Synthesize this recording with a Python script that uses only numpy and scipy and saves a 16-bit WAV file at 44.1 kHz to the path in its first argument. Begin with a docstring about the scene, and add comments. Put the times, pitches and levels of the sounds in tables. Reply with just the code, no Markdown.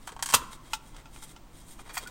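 """Opening a small printer's cover

Gloved hands work the plastic cover of a printer on a table, close by in a quiet room. The latch lever
ticks under strain and snaps free, jolting the table and leaving its spring ringing. The cover pops open,
gloves brush the casing, and the shell knocks and squeaks under a fingertip as it is turned."""
import sys
import numpy as np
from scipy import signal
from scipy.fft import rfft, irfft
from scipy.io import wavfile
from scipy.ndimage import uniform_filter1d

SR = 44100
rng = np.random.default_rng(int(sys.argv[2]) if len(sys.argv) > 2 else 0)


def generate_wav(signal):
    """Clip the signal to [-1, 1] and save it as 16-bit WAV at the path in sys.argv[1]."""
    frames = np.transpose(np.atleast_2d(signal))
    scaled = np.clip(frames, -1, 1) * 32767
    pcm = np.round(scaled).astype(np.int16)
    wavfile.write(sys.argv[1], SR, pcm)


N = 92610
T = np.arange(N) / SR
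HZ = np.maximum(np.fft.rfftfreq(N, 1 / SR), 1)
RELEASE_S = 0.341


def undb(db):
    """Decibels to gain."""
    return 10 ** (np.asarray(db) / 20)


def unit_rms(x):
    """Scale to rms 1."""
    return x / np.sqrt(np.mean(x ** 2))


def decay(t60_s):
    """Exponential fall, 60 dB in t60_s."""
    return np.exp(-np.log(1000) * T / t60_s)


def delay(x, start_s):
    """Move a sound to its start time."""
    return np.concatenate([np.zeros(int(start_s * SR)), x])[:N]


def tilt_gain(hz, db_per_oct):
    """Spectral tilt about 3 kHz, flat below 500 Hz."""
    return undb(db_per_oct * np.log2(np.maximum(hz, 500) / 3000))


def noise(spectrum, db_per_oct=0, grain=1):
    """White noise times grain, shaped to a spectrum and tilt, at rms 1."""
    hz, db = np.array(spectrum).T
    gain = undb(np.interp(np.log(HZ), np.log(hz), db)) * tilt_gain(HZ, db_per_oct)
    return unit_rms(irfft(rfft(grain * rng.standard_normal(N)) * gain, N))


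def ring(modes, db_per_oct=0, t60_scale=1, scatter_db=1.16):
    """Damped sines; each contact excites them a little differently."""
    out = np.zeros(N)
    for hz, db, t60_s in modes:
        gain = undb(db + scatter_db * rng.standard_normal()) * tilt_gain(hz, db_per_oct)
        out += gain * decay(t60_s * t60_scale) * np.sin(2 * np.pi * (hz * T + rng.random()))
    return out


def strike(hits, modes, spectrum, modes_db, dense_db, dense_t60_s, crack_db, crack_t60_s, highpass_hz):
    """Contacts crack, then ring a part's main modes and dense small ones; small parts radiate no bass."""
    out = np.zeros(N)
    attack = 1 - decay(0.001)
    for start_s, db, db_per_oct, t60_scale in hits:
        envelope = undb(crack_db) * decay(crack_t60_s) + undb(dense_db) * decay(dense_t60_s * t60_scale)
        burst = noise(spectrum, db_per_oct) * envelope
        tones = undb(modes_db) * ring(modes, db_per_oct / 2, t60_scale)
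        out += undb(db) * delay((burst + tones) * attack, start_s)
    return signal.sosfilt(signal.butter(4, highpass_hz, "high", fs=SR, output="sos"), out)


# Each row: frequency in Hz, relative level in dB.
AIR_SPECTRUM = [(20, -1), (28, 0.5), (38, -4.5), (52, -9.5), (78, -16), (120, -12), (200, -16.5),
                (320, -17), (450, -26), (1000, -25), (1600, -32.5), (5000, -40), (9000, -40),
                (10500, -49.5), (13000, -46.5), (15800, -41)]

def air():
    """Low room rumble and faint, even hiss."""
    return undb(-49) * noise(AIR_SPECTRUM)


def room(x):
    """The walls add a faint, short tail."""
    reflections = irfft(rfft(rng.standard_normal(N)) * tilt_gain(HZ, db_per_oct=-3), N)
    tail = delay(reflections * decay(t60_s=0.42), start_s=0.012)
    return x + undb(-23.5) * signal.fftconvolve(x, tail / np.linalg.norm(tail))[:N]


# Each row: frequency in Hz, relative level in dB.
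BOOM_SPECTRUM = [(25, 3.5), (55, 15), (85, 4), (150, -9.5), (230, 5.5), (400, -17.5), (1000, -46),
                 (16000, -79.5)]

def table_boom():
    """The snap jolts printer and table into a faint boom."""
    return delay(undb(-41) * noise(BOOM_SPECTRUM) * decay(t60_s=0.54), RELEASE_S)


# Each row: start in seconds, level in dB, tilt in dB/octave, T60 factor.
HAND_BUMPS = [(.122, -45.5, 4, 1.3), (.418, -45.5, 1, 1.4), (2.028, -44, 6, 1.2)]
# Each row: frequency in Hz, relative level in dB, base T60 in seconds.
BODY_MODES = [(320, 11.5, 0.043), (450, -9, 0.027)]
# Each row: frequency in Hz, relative level in dB.
BODY_SPECTRUM = [(60, -25), (200, -2), (420, 19), (800, -7), (1500, -29), (16000, -41)]

def hand_bumps():
    """Fingers and hand thud softly on the printer's body."""
    return strike(HAND_BUMPS, BODY_MODES, BODY_SPECTRUM, modes_db=-9, dense_db=0.5, dense_t60_s=0.047,
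                  crack_db=-6, crack_t60_s=0.0073, highpass_hz=100)


# Each row: centre in seconds, half length in seconds, relative level in dB, tilt in dB/octave.
GLOVE_STROKES = [(0.057, 0.058, -59, -1.5), (0.487, 0.012, -63, -18), (.532, 0.025, -47, -1.5),
                 (0.671, 0.039, -54.5, -3), (0.74, 0.029, -47.5, -0.5), (0.874, 0.052, -58.5, -0.5),
                 (0.982, 0.037, -51, -5), (1.17, 0.045, -52.5, -0.5), (1.237, 0.02, -44.5, 1.5),
                 (1.302, 0.034, -52, 0), (1.592, 0.058, -55.5, 0), (1.71, 0.048, -51.5, 2),
                 (1.803, 0.021, -50.5, -2), (1.9, 0.049, -51, -4), (1.956, 0.019, -40, 11.5),
                 (2.03, 0.029, -46.5, -3), (2.09, .02, -51.5, -3.5)]
# Each row: frequency in Hz, relative level in dB.
GLOVE_SPECTRUM = [(300, -8), (1100, -0.5), (2700, -3.5), (3600, -1.5), (4700, -3), (7200, 1), (9200, 4.5),
                  (10500, -8), (12500, -5), (16000, -12.5)]
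# Each row: frequency in Hz, bandwidth in Hz, gain in dB.
CASING_RESONANCES = [(970, 130, -3), (2090, 130, 3.5), (3265, 63, 10), (3750, 110, 4), (7860, 340, -15.5),
                     (8800, 500, -10)]

def glove_rubs(catch_hz=490, catch_depth=0.27):
    """Threads catch and slip in strokes that swell and fade; the casing resonates under them."""
    friction = np.zeros(N)
    for centre_s, half_s, db, db_per_oct in GLOVE_STROKES:
        weave = np.interp(T * catch_hz, np.arange(N), rng.standard_normal(N))
        swell = np.exp(-((T - centre_s) / half_s) ** 2)
        friction += undb(db) * swell * noise(GLOVE_SPECTRUM, db_per_oct, np.exp(catch_depth * weave))
    casing = sum(undb(db) * signal.lfilter(*signal.iirpeak(hz, hz / width_hz, fs=SR), friction)
                 for hz, width_hz, db in CASING_RESONANCES)
    return undb(-2) * (friction + casing)


# Each row: start in seconds, length in seconds, level in dB.
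FINGER_SQUEAKS = [(2.061, 0.0092, -38.5), (2.07, 0.016, -41.5)]

def finger_squeaks(pitch_hz=1443, jitter=0.0214):
    """A fingertip sticks and slips on the plastic: brief tones of unsteady pitch."""
    waver = unit_rms(uniform_filter1d(rng.standard_normal(N), size=80))
    phase = 2 * np.pi * np.cumsum(pitch_hz * (1 + jitter * waver)) / SR
    envelope = np.zeros(N)
    for start_s, length_s, db in FINGER_SQUEAKS:
        progress = np.clip((T - start_s) / length_s, 0, 1)
        envelope += undb(db) * np.sqrt(np.abs(np.sin(np.pi * progress)))
    return envelope * (np.sin(phase) + undb(-32) * np.sin(2 * phase))


# Each row: start in seconds, level in dB, tilt in dB/octave, T60 factor.
SHELL_KNOCKS = [(1.792, -44.5, -9.5, 0.81), (1.817, -71, 3, 0.64), (1.8598, -55, -13, 1.1),
                (1.8945, -44.5, -0.5, 2), (1.9423, -42.5, 6, 0.76), (1.951, -43.5, 4, 3.9),
                (1.9698, -31, -0.5, 1.08), (1.977, -30, 7.5, 0.97), (2.073, -41.5, 6.5, 0.84)]
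# Each row: frequency in Hz, relative level in dB, base T60 in seconds.
SHELL_MODES = [(690, -6, .04), (922, -2, .05), (1220, -7, .05), (1400, -8, .04), (1866, -2, .05),
               (2410, 0, .085), (3295, -3, .07), (4555, -1, .06), (6980, -13, .06), (7915, -8, .06),
               (9450, -13, .06)]
# Each row: frequency in Hz, relative level in dB.
SHELL_SPECTRUM = [(100, -7), (480, -25), (700, 6), (1800, 9), (3000, -3.5), (5500, -6.5), (8500, -7),
                  (10500, -22.5), (16000, -16.5)]

def shell_knocks():
    """The plastic shell knocks as it is turned."""
    return strike(SHELL_KNOCKS, SHELL_MODES, SHELL_SPECTRUM, modes_db=-6.5, dense_db=2,
                  dense_t60_s=0.061, crack_db=-5, crack_t60_s=0.0044, highpass_hz=540)


# Each row: start in seconds, level in dB, tilt in dB/octave, T60 factor.
COVER_POPS = [(.7333, -22, 4, 1.03), (.945, -52.5, 2, 0.67), (.965, -44, 5, 0.6), (.998, -58, -1, 1.1),
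              (1.056, -50.5, -2, 1.6), (1.161, -46.5, -5, 0.54), (1.224, -51, -8, 1.4),
              (1.363, -46, -1, 0.93)]
# Each row: frequency in Hz, relative level in dB, base T60 in seconds.
COVER_MODES = [(877, 4, .075), (945, -4, .05), (1141, -9, .07), (1362, 5, .052), (1520, -6, .05),
               (2055, -7, .05), (2485, -7, .065), (2622, -7, .06), (2960, -6, .055), (3556, -10, .07),
               (3795, -9, .075), (4770, -11, .06), (5150, -12, .055), (6168, -10, .06), (8198, -11, .06)]
# Each row: frequency in Hz, relative level in dB.
COVER_SPECTRUM = [(100, -15.5), (620, -35), (850, -4), (1900, -1), (3300, 5.5), (4400, -3.5), (5200, 0.5),
                  (8700, -4.5), (11000, -19), (16000, -19)]

def cover_pops():
    """The cover pops open, then clicks faintly as it is nudged."""
    return strike(COVER_POPS, COVER_MODES, COVER_SPECTRUM, modes_db=-6, dense_db=-4.5,
                  dense_t60_s=0.069, crack_db=-13, crack_t60_s=0.0045, highpass_hz=670)


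# Each row: start in seconds, level in dB, tilt in dB/octave, T60 factor.
LEVER_TICKS = [(.072, -42.5, 6, 0.92), (.0755, -35, -5.5, 0.53), (.090, -40, -6, 0.88),
               (.1202, -44, -5.5, 0.83), (.1643, -40, -9, 0.48), (.1922, -40.5, -6.5, 0.9),
               (.2252, -23.5, .5, 0.66), (.2595, -29, 0.5, 0.76), (.279, -39.5, 0.5, 0.48),
               (.2885, -30.5, -1, 0.9), (.301, -32.5, -0.5, 0.71), (.308, -31.5, -1, 0.44),
               (.3235, -29.5, -1, 0.37), (.3295, -29, -3, 1.3)]
# Each row: frequency in Hz, relative level in dB, base T60 in seconds.
LEVER_MODES = [(800, -7, .03), (935, -4, .06), (1095, -4, .07), (1620, -9, .07), (3170, -7, .1),
               (4510, -14, .07), (5880, -14, .07), (6720, -10, .08), (7900, -6, .08), (8090, -7, .07),
               (8700, -12, .07)]
# Each row: frequency in Hz, relative level in dB.
LEVER_SPECTRUM = [(100, -15), (480, -21.5), (800, -3), (1500, 0.5), (2500, -3.5), (5500, -1.5), (8500, 3.5),
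                  (10500, -5), (16000, -14)]

def lever_ticks():
    """The latch lever ticks under strain."""
    return strike(LEVER_TICKS, LEVER_MODES, LEVER_SPECTRUM, modes_db=-3, dense_db=-1.5,
                  dense_t60_s=0.11, crack_db=-1, crack_t60_s=0.0032, highpass_hz=497)


# Each row: frequency in Hz, relative level in dB, T60 in seconds.
SPRING_MODES = [(964, -40, .5), (1048, -46, .75), (1085, -46, .5), (1145, -48, .6), (1298, -38, .3),
                (1362, -51, .45)]
# Each row: frequency in Hz, relative level in dB.
COIL_SPECTRUM = [(600, -46), (850, -19), (980, 0), (1090, 1), (1220, -7), (1340, -4.5), (1700, -16.5),
                 (3500, -22.5), (8000, -26), (16000, -45.5)]

def spring_ring():
    """The latch spring rings on after the snap, its close coil modes beating."""
    coils = undb(-39.5) * noise(COIL_SPECTRUM) * decay(t60_s=0.79)
    return delay(undb(0.5) * ring(SPRING_MODES) + coils, RELEASE_S)


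# Each row: start in seconds, level in dB, tilt in dB/octave, T60 factor.
LATCH_SNAPS = [(.3379, -15, -0.5, 0.34), (.3400, -19.5, -1, 0.99), (.3428, -14.5, -3, 0.91),
               (.3485, -16.5, 7, 0.33)]
# Each row: frequency in Hz, relative level in dB, base T60 in seconds.
LATCH_MODES = [(490, -16, .04), (962, -1, .06), (1085, 0, .055), (1360, -4, .07), (2680, -10, .075),
               (2780, -10, .07), (2970, -7, .075), (3130, -8, .07), (3380, -6, .075), (3960, -11, .08),
               (4855, -11, .08), (5960, -12, .07), (6757, -8, .085), (7140, -10, .075), (7745, -9, .075),
               (8764, -11, .075), (9120, -12, .065)]
# Each row: frequency in Hz, relative level in dB.
LATCH_SPECTRUM = [(60, -3), (200, -12), (380, -21), (760, -19), (1080, 1.5), (2100, -6), (3200, 0.5),
                  (5500, -1), (9000, 3), (10800, -7), (13000, -1), (16000, -13)]

def latch_snap():
    """The latch snaps free and rebounds."""
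    return strike(LATCH_SNAPS, LATCH_MODES, LATCH_SPECTRUM, modes_db=-1.5, dense_db=-1,
                  dense_t60_s=0.1, crack_db=-7.5, crack_t60_s=0.0074, highpass_hz=70)


def scene():
    """Printer and hands in the room, mono."""
    printer = lever_ticks() + latch_snap() + cover_pops() + shell_knocks() + spring_ring() + table_boom()
    hands = hand_bumps() + glove_rubs() + finger_squeaks()
    return (room(printer + hands) + air())[None]


def record(dry, lowpass_hz=15850):
    """A steep low-pass cuts the highest treble."""
    return signal.sosfilt(signal.ellip(10, 0.2, 75, lowpass_hz, fs=SR, output="sos"), dry)


dry = scene()
out = record(dry)
generate_wav(out)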